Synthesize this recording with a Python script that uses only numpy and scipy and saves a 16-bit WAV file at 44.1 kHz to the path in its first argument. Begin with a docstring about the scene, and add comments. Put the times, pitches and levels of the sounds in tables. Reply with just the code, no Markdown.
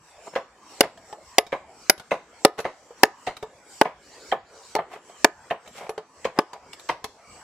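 """Insects hiss in open air from the start; the level begins low and quickly recovers.
A blade scrapes in a bamboo trough, then a second knife farther off hacks at its own pace.
Soon a heavy knife chops a bamboo pole on a concrete yard, loud enough to overload the microphone;
chips patter after each chop and the blade taps between them. Later a small bird gives a run of chirps.
Knocks are dying tones, cracks and hisses are shaped noise; gain control ducks the sound after each blow."""
import sys
import numpy as np
from scipy import signal
from scipy.fft import rfft, irfft
from scipy.io import wavfile
from scipy.ndimage import uniform_filter1d, map_coordinates

SR = 44100
rng = np.random.default_rng(int(sys.argv[2]) if len(sys.argv) > 2 else 0)


def pcm_store(signal):
    """Save signal as 16-bit PCM."""
    levels = np.round(np.clip(np.atleast_2d(signal), -1, 1) * 32767)
    wavfile.write(sys.argv[1], SR, levels.astype(np.int16).T)


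N = 327663
T = np.arange(SR // 3) / SR  # time within one blow, in seconds

# All event and mode levels below are relative: each layer adds its own gain.
# Near chops: start_s, force_db, bite_db (into hard fibre), thud_db (on the ground),
# hollow_db (of the trough), knock_hz, crack_hz
NEAR_CHOPS = [(0.8071, -18.5, 4, -2.5, 3, 716, 2030), (1.383, -18.5, 3, -16, 4, 743, 2167),
              (1.897, -19.5, 9, -2, -11, 762, 1431), (2.449, -15.5, 0.5, -0.5, 5.5, 767, 1273),
              (3.0329, -13, -1, -7, -2, 772, 2184), (3.8131, -15, -11, -2, -2.5, 865, 1860),
              (4.7517, -31.5, -3, -3, 6, 780, 1230), (5.245, -15, -2, -2, -2.5, 925, 1500),
              (6.388, -16, -3.5, -2.5, 0, 876, 1670)]
# Second knife: start_s, force_db, bite_db, knock_hz
FAR_CHOPS = [(0.36, -25, -1, 529), (0.835, -31, 7.5, 654), (1.527, -24, -5, 557), (2.116, -21.5, -1.5, 573),
             (2.651, -25.5, 0, 723), (3.273, -27.5, 4, 730), (3.854, -26.5, -3, 726),
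             (4.323, -23.5, -12, 753), (4.789, -25.5, -19, 690), (5.509, -25.5, -11, 688),
             (6.252, -28, 1.5, 537), (6.895, -25, 2.5, 947)]
# Light touches and bounces of the blade: start_s, force_db, hardness_db, knock_hz, free_ring (0 to 1)
BLADE_TAPS = [(0.974, -50, -5.5, 680, 0), (1.1263, -46.5, -14, 845, 0.23), (1.465, -54.5, 9.5, 430, 0.07),
              (1.978, -54.5, 7.5, 710, 0.8), (1.997, -41, -2.5, 1455, 0.04), (2.588, -33.5, -6, 450, 0.4),
              (2.601, -36, -2, 426, 0.82), (2.906, -62, -21.5, 473, .1), (3.367, -45, 3.5, 625, 0.45),
              (3.4264, -33.5, -9.5, 434, .06), (4.761, -30, -11.5, 875, 0.1), (4.935, -48, -12, 708, .1),
              (5.095, -55.5, -10.5, 704, .1), (5.676, -47.5, -4.5, 622, .7), (5.893, -35, -9, 447, .9),
              (5.978, -34.5, -8.5, 431, .01), (6.532, -39.5, -6, 974, 0), (6.731, -47.5, -1.5, 870, .25),
              (6.795, -55.5, 2.5, 960, 0.44), (7.042, -34, 1.5, 433, 0.14)]
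# Blade dragged along the trough, and last a short knock at 6.55 s: peak_s (hardest pressure), swell_s, fade_s,
# pressure_db, rasp_db
SCRAPE_STROKES = [(0.281, 0.043, 0.021, -37, -45), (0.342, 0.032, 0.019, -40.5, -9),
                  (2.592, .018, 0.026, -24.5, -2.5), (4.94, 0.057, .06, -33.5, -6),
                  (5.664, 0.021, 0.052, -43, -3), (5.78, .08, 0.14, -53.5, 11.5),
                  (5.84, .1, .08, -33.5, -13), (6.382, .04, .005, -31.5, -10),
                  (6.552, 0.034, 0.038, -37, -15)]

# Ringing modes, all with columns: pitch_hz, level_db, t60_s (time to fall by 60 dB)
# Lasting ring of the bamboo pole
POLE_MODES = [(437.3, 0, 0.09), (540, -0.5, 0.046), (712, -4, 0.2), (877, -9, 0.0884), (1026, -13, 0.17),
              (1140, -15, 0.061), (1240, -9, 0.2), (1360, -15.5, .08), (1750, -9.5, 0.17),
              (2140, -17, 0.061), (2900, -19, 0.25), (3700, -18.5, .09), (5130, -17, 0.089)]
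# Lasting ring of the steel blade
BLADE_MODES = [(9232, -20, .08), (11042, 0, .12), (11070, -21, .3), (13700, -10, .08), (13790, -16, .12),
               (15500, -20, .07)]
# The trough's short first answer to a hard blow
TROUGH_MODES = [(431.2, -10, 0.082), (563, 1, 0.034)]
# Quickly damped modes of the edge and of the stiff fibres it enters
FIBRE_MODES = [(2934, -4, 0.025), (3710, -5.5, .02), (4630, -0.5, 0.024), (5205, -1.5, 0.029),
               (6530, -6.5, 0.014), (8700, -7.5, 0.012), (9100, -3.5, 0.017), (11130, 2.5, 0.017),
               (11350, -4.5, .02), (13400, -3, 0.016)]

# Noise colours, all with columns: pitch_hz, level_db (per Hz, relative)
# Hollow body of the bamboo
BODY_COLOUR = [(30, -52.5), (100, -27), (160, -7), (280, -18.5), (430, 1.5), (700, 3.5), (950, -0.5),
               (1250, -5.5), (2500, -51.5)]
# Cracking fibres
CRACK_COLOUR = [(500, -26), (1000, -11.5), (1300, -4), (2100, 1.5), (2400, -3), (3100, -5), (4000, -16.5),
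                (7000, -45.5)]
# Bright splinters
SPLINTER_COLOUR = [(2000, -13), (3800, 1), (5100, 7), (7000, -4.5), (9000, -5), (12000, -8.5),
                   (15500, -12.5)]
# Crumbs, ticks and fine grit
GRIT_COLOUR = [(2000, -9), (3800, -1), (5500, -5), (8000, -8), (11000, -17.5), (14500, -21.5), (16000, -29)]
# Edge rasping over fibres
RASP_COLOUR = [(900, -14), (1800, -2.5), (3300, -4), (6000, -7), (9000, -10), (14000, -15), (16000, -35)]
# Pole thudding on the ground
THUD_COLOUR = [(60, -44.5), (140, -17.5), (220, -4), (310, -1), (400, -4.5), (600, -37)]
# Dull body of the far pole
DULL_COLOUR = [(30, -53), (100, -42.5), (150, -11), (220, -16), (320, -13), (430, -5.5), (540, -1.5),
               (700, -8), (950, -6.5), (1250, -12), (2500, -59)]
# Bamboo wall where it is hit
WALL_COLOUR = [(400, -34), (620, 2), (720, 2), (830, -2), (980, -2), (1150, -4), (1600, -39)]
# Open country air
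AIR_COLOUR = [(20, -34.5), (60, -3), (120, -6), (250, -3.5), (450, 0.5), (1000, -1), (1600, -5.5),
              (2300, -6.5), (3300, -11.5), (5000, -39.5)]
# Insect chorus
INSECT_COLOUR = [(1760, -33), (3000, -15.5), (3680, -12), (4630, -4), (5180, -5), (5800, -1.5), (6570, -6),
                 (7560, 0.5), (8400, -5.5), (8760, -15), (10400, -15), (11500, -25), (14500, -23),
                 (15300, -33), (16000, -41.5)]

# How alike left and right are: pitch_hz, likeness (1 = the same)
LEFT_RIGHT_LIKENESS = [(60, 1), (400, 1), (700, 0.99), (1300, 0.78), (2400, 0.63), (4400, 0.048),
                       (15000, 0.28)]
# How long the yard echoes: pitch_hz, t60_s
YARD_DECAY = [(150, 0.1), (500, 0.2), (1000, .26), (2500, 0.26), (6000, 0.47), (14000, 0.12)]

# A deeper bite cracks more and rings the steel more (dB per dB of bite)
CRACK_PER_BITE, STEEL_PER_BITE, FAR_CRACK_PER_BITE = 0.45, 2.2, 0.14
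# A blow that does not drive the pole into the ground springs off and rings more (dB per dB of thud)
STEEL_PER_THUD = -0.31
# A far spot that knocks higher is stiffer and has less body
MID_KNOCK_HZ, BODY_DB_PER_OCTAVE = 690, -3
CRUNCH_LEAD_S = 0.007  # the far crunch comes this long before its knock
SCRAPE_RANGE_DB = 21.5  # a stroke begins and ends this far under its peak
CHIRP_START_S, CHIRP_EVERY_S, CHIRP_COUNT, CHIRP_DB = 4.011, 0.086, 8, -52.5
EDGE_HZ = 16200  # top of the final sound band


def amp(db):
    """Turns decibels into a gain."""
    return 10 ** (np.asarray(db) / 20)


def unit(x):
    """Scales a signal to rms 1."""
    return x / np.sqrt(np.mean(x ** 2) + 1e-20)


def read(points, hz):
    """Reads between table points on a logarithmic pitch axis."""
    table_hz, value = np.transpose(points)
    return np.interp(np.log(hz + 1), np.log(table_hz + 1), value)


def add(mix, start_s, sound):
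    """Lays a stereo sound into the mix, cut off at the end if need be."""
    part = mix[:, max(round(start_s * SR), 0):][:, :sound.shape[1]]
    part += sound[:, :part.shape[1]]


def port_angle(hz):
    """Half the phase angle between the two microphone ports."""
    return np.arccos(np.clip(read(LEFT_RIGHT_LIKENESS, hz), -1, 1)) / 2


def noise(colour, size, ripple_db=0, ripple_hz=260):
    """Coloured stereo noise of rms 1, mono in the bass, wide in the treble; ripple adds chance resonances."""
    hz = np.fft.rfftfreq(size, 1 / SR)
    ripple = map_coordinates(rng.standard_normal(400), [hz / ripple_hz], order=2, mode="wrap")
    gain = amp(read(colour, hz) + ripple_db * ripple)
    mid, side = rfft(rng.standard_normal((2, size))) * gain
    mid = mid * np.cos(port_angle(hz))
    side = side * np.sin(port_angle(hz))
    return unit(irfft([mid + side, mid - side], size))


def wander(per_s, size):
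    """A smooth random curve of rms 1, with per_s random points each second."""
    knots = np.arange(size) * per_s / SR
    return unit(map_coordinates(rng.standard_normal(size // 20), [knots], order=2, mode="wrap"))


def burst(rise, t60, hold=0):
    """Loudness curve of a blow: it swells, holds, then dies away (all times in seconds)."""
    swell = 1 - np.exp(-T / rise)
    return swell * 1000 ** (-np.maximum(T - hold, 0) / t60)


def mode(hz, t60, rise=0.0027):
    """One damped vibration, its phase shifted in opposite ways at the two ports."""
    phase = np.array([[-1], [1]]) * port_angle(hz)
    return np.sin(2 * np.pi * hz * T + phase) * burst(rise, t60)


def ring(modes, rise=0.0021):
    """All modes of an object struck at once; where the blow lands decides how much each one gets."""
    place_db = 1.8 * rng.standard_normal(len(modes))
    out = np.zeros((2, len(T)))
    for (hz, level_db, t60), extra_db in zip(modes, place_db):
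        out += amp(level_db + extra_db) * mode(hz, t60, rise)
    return out


def splintering(colour, rough_db, per_s):
    """Fibres give way bundle after bundle; every spot on the pole has its own resonances."""
    fibres = noise(colour, len(T), ripple_db=4)
    return fibres * unit(amp(rough_db * wander(per_s, len(T))))


def dulled(x, corner_hz):
    """A gentle loss of treble."""
    return signal.lfilter(*signal.butter(1, corner_hz, fs=SR), x)


def thinned(x, corner_hz):
    """Takes away the deepest bass."""
    return signal.sosfilt(signal.butter(2, corner_hz, "high", fs=SR, output="sos"), x)


def patchy(x, depth_db):
    """Narrow pitch bands swell and fade on their own."""
    bands = signal.stft(x, nperseg=1024)[2]
    patches = rng.standard_normal(bands.shape[1:])
    patches = uniform_filter1d(patches, size=7, axis=0)  # smooth over pitch
    patches = uniform_filter1d(patches, size=8, axis=1)  # smooth over time
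    return signal.istft(bands * amp(depth_db * unit(patches)), nperseg=1024)[1][:, :N]


def background():
    """Open country air and an insect chorus, both noise that wavers in level."""
    air = amp(-53 + 0.58 * wander(per_s=9.4, size=N)) * noise(AIR_COLOUR, N)
    insects = amp(-54.5 + 2.2 * wander(per_s=14, size=N)) * noise(INSECT_COLOUR, N)
    return patchy(air + insects, depth_db=4)


def scrapes():
    """The tip sticks and slips under changing pressure; crumbs knock in the trough while the edge rasps."""
    out = np.zeros((2, N))
    for peak_s, swell, fade, pressure_db, rasp_db in SCRAPE_STROKES:
        t = np.arange(-round(swell * SR), round(fade * SR)) / SR
        size = len(t)
        drop_db = SCRAPE_RANGE_DB * np.maximum(-t / swell, t / fade)
        pressure = amp(pressure_db - drop_db) * signal.windows.tukey(size, 0.2)  # soft ends
        crumbs = unit(amp(3.8 * wander(per_s=150, size=size)))
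        slips = unit(amp(2.4 * wander(per_s=740, size=size)))
        rumble = noise(BODY_COLOUR, size)
        rumble += amp(-2.5 + 0.35 * rasp_db) * noise(CRACK_COLOUR, size, ripple_db=3)
        rasp = amp(rasp_db + 2.5) * noise(RASP_COLOUR, size)
        add(out, peak_s - swell, pressure * (crumbs * rumble + slips * dulled(rasp, corner_hz=9060)))
    return out


def yard(x, delay=0.006, build=0.0045):
    """Scattered echoes from the shed and the ground, as fading noise with its own decay at each pitch."""
    flat = [(20, 0), (20000, 0)]
    hz, t, bands = signal.stft(noise(flat, SR // 2), SR, nperseg=256)
    fading = amp(-60 * t / read(YARD_DECAY, hz)[:, None])
    tail = signal.istft(bands * fading, SR, nperseg=256)[1]
    since_s = np.maximum(np.arange(tail.shape[1]) / SR - delay, 0)
    tail *= 1 - np.exp(-since_s / build)
    return signal.fftconvolve(x, tail / np.linalg.norm(tail[0]), axes=1)[:, :N]


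def far_chops():
    """A crunch of fibres, then a dull, drawn-out knock as the blade stops."""
    out = np.zeros((2, N))
    for start_s, force_db, bite_db, knock_hz in FAR_CHOPS:
        weight = amp(BODY_DB_PER_OCTAVE * np.log2(knock_hz / MID_KNOCK_HZ))
        cracking = amp(FAR_CRACK_PER_BITE * bite_db)
        knock = amp(16.5) * mode(knock_hz, t60=0.042, rise=0.0015)
        knock += amp(-10.5) * mode(hz=1042, t60=0.15)  # the far pole's lingering note
        wall = amp(1) * noise(WALL_COLOUR, len(T)) * burst(rise=0.0006, t60=0.14, hold=0.0033)
        body = amp(3) * noise(DULL_COLOUR, len(T)) * burst(rise=0.00074, t60=0.12, hold=0.0058)
        body += amp(-14.5) * ring(POLE_MODES)
        stop = amp(3.5) * splintering(CRACK_COLOUR, rough_db=-0.5, per_s=1100)
        stop *= burst(rise=0.0011, t60=0.03, hold=0.004)
        crack = amp(-1.5) * splintering(CRACK_COLOUR, rough_db=2.5, per_s=440)
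        crack *= burst(rise=0.0021, t60=0.16, hold=0.0097)
        splinters = amp(-5.5) * splintering(GRIT_COLOUR, rough_db=1.5, per_s=1600)
        splinters *= burst(rise=0.00089, t60=0.19, hold=0.017)
        blow = knock + wall + weight * body + cracking * stop
        crunch = cracking * crack + amp(bite_db) * dulled(splinters, corner_hz=7000)
        add(out, start_s, amp(force_db) * blow)
        add(out, start_s - CRUNCH_LEAD_S, amp(force_db) * crunch)
    return out


def chops():
    """The edge bites: fibres crack, the wall knocks, the pole thuds on the ground, the steel rings."""
    out = np.zeros((2, N))
    for start_s, force_db, bite_db, thud_db, hollow_db, knock_hz, crack_hz in NEAR_CHOPS:
        thud = -amp(19.5) * mode(hz=302, t60=0.016, rise=0.0008)  # minus: the ground pushes back
        thud += amp(-4.5) * noise(THUD_COLOUR, len(T)) * burst(rise=0.0015, t60=0.023, hold=0.005)
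        trough = amp(10.5) * ring(TROUGH_MODES, rise=0.00078) + amp(-9) * ring(POLE_MODES)
        knock = amp(17) * mode(knock_hz, t60=0.026, rise=0.00066)
        knock += amp(2.5) * noise(WALL_COLOUR, len(T)) * burst(rise=0.00013, t60=0.024, hold=0.0067)
        crack = amp(8.5) * splintering(CRACK_COLOUR, rough_db=2.5, per_s=810)
        crack *= burst(rise=0.0004, t60=0.022, hold=0.0035)
        crack += amp(11) * mode(crack_hz, t60=0.022, rise=0.00061)
        splinters = amp(11) * splintering(SPLINTER_COLOUR, rough_db=1, per_s=1400)
        splinters *= burst(rise=0.0005, t60=0.016, hold=0.0022)
        splinters += amp(6.5) * ring(FIBRE_MODES)
        steel = amp(-17.5 + STEEL_PER_THUD * thud_db) * ring(BLADE_MODES)
        blow = knock + amp(thud_db) * thud + amp(hollow_db) * trough
        blow += amp(CRACK_PER_BITE * bite_db) * crack
        blow += amp(bite_db) * splinters
        blow += amp(STEEL_PER_BITE * bite_db) * steel
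        add(out, start_s, amp(force_db) * blow)
    return thinned(out, corner_hz=174)


def chips():
    """Crumbs and splinters patter into the trough with each near chop, as rough grains of noise."""
    out = np.zeros((2, N))
    for start_s, force_db, bite_db, *_ in NEAR_CHOPS:
        grains = splintering(GRIT_COLOUR, rough_db=4, per_s=400)
        patter = grains * burst(rise=0.01, t60=0.082, hold=0.022)
        add(out, start_s, amp(force_db + CRACK_PER_BITE * bite_db - 18) * patter)
    return out


def taps():
    """The blade touches the trough or flicks a chip: hard touches tick, soft ones ring the hollow pole."""
    out = np.zeros((2, N))
    for start_s, force_db, hard_db, knock_hz, free_ring in BLADE_TAPS:
        knock = amp(7.5) * mode(knock_hz, t60=0.066) + amp(-8.5) * ring(POLE_MODES)
        body = amp(-3.5) * noise(BODY_COLOUR, len(T)) * burst(rise=0.00037, t60=0.12, hold=0.0013)
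        crack = amp(3) * splintering(CRACK_COLOUR, rough_db=2.5, per_s=1200)
        crack *= burst(rise=0.00035, t60=0.021, hold=0.0018)
        tick = amp(14.5) * splintering(GRIT_COLOUR, rough_db=0, per_s=1900)
        tick *= burst(rise=0.0004, t60=0.055, hold=0.003)
        steel = free_ring * amp(13) * ring(BLADE_MODES)
        touch = amp(-hard_db) * (knock + body) + crack + amp(hard_db) * (tick + steel)
        add(out, start_s, amp(force_db) * touch)
    return out


def bird(low_hz=3800, high_hz=5000, whistle_hz=7000, whistle_db=-4):
    """An even run of upward chirps, hoarse from a shaky pitch, each with a thin whistle above it."""
    length_s, hoarseness, waver = 0.075, 0.075, 0.025  # the last two are shares of the pitch
    out = np.zeros((2, N))
    t = np.arange(round(length_s * SR)) / SR
    for k in range(CHIRP_COUNT):
        sweep_hz = low_hz + (high_hz - low_hz) * t / length_s
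        sweep_hz *= 1 + hoarseness * wander(per_s=730, size=len(t))
        thin_hz = whistle_hz * (1 + waver * wander(per_s=740, size=len(t)))
        chirp = np.sin(2 * np.pi * np.cumsum(sweep_hz) / SR)
        chirp += amp(whistle_db) * np.sin(2 * np.pi * np.cumsum(thin_hz) / SR)
        swell = np.sin(np.pi * t / length_s)
        add(out, CHIRP_START_S + k * CHIRP_EVERY_S, amp(CHIRP_DB) * chirp[None] * swell)
    return out


def scene():
    """Mixes all sources; the far knife and the bird send more of their sound into the yard."""
    touches = scrapes() + chips() + taps()
    far, near, song = far_chops(), chops(), bird()
    to_yard = amp(-19.5) * dulled(near, corner_hz=1510) + amp(-12.5) * far
    to_yard += amp(-14.5) * touches + amp(-5) * song
    return background() + touches + far + near + song + yard(to_yard)


def record(dry, threshold_db=-45, most_db=18, recover_db_per_s=68, lag=0.023,
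           bass_share=0.26, split_hz=2200, start_db=13):
    """Gain control turns down late after each blow, most in the treble; peaks clip; the top is cut off."""
    power = uniform_filter1d((dry ** 2).mean(0), size=400, origin=199)  # mean of the last 400 samples
    power_db = 10 * np.log10(abs(power) + 1e-12)
    fall = np.arange(N) * recover_db_per_s / SR
    over_db = np.clip(power_db - threshold_db, 0, most_db)
    over_db = np.maximum.accumulate(over_db + fall) - fall  # jumps up, recovers steadily
    over_db = np.maximum(over_db, start_db - fall)  # the gain starts low and recovers
    keep = np.exp(-1 / (lag * SR))  # lag in seconds
    duck_db = start_db + signal.lfilter([1 - keep], [1, -keep], over_db - start_db)
    bass = signal.filtfilt(*signal.butter(2, split_hz, fs=SR), dry)
    treble = dry - bass
    ducked = bass * amp(-bass_share * duck_db) + treble * amp(-duck_db)
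    clipped = ducked / (1 + ducked ** 6) ** (1 / 6)  # rounded limit at full scale
    band_limit = signal.firwin(255, EDGE_HZ, window=("kaiser", 8), fs=SR)
    return signal.oaconvolve(clipped, band_limit[None], "same")


dry = scene()
out = record(dry)
pcm_store(out)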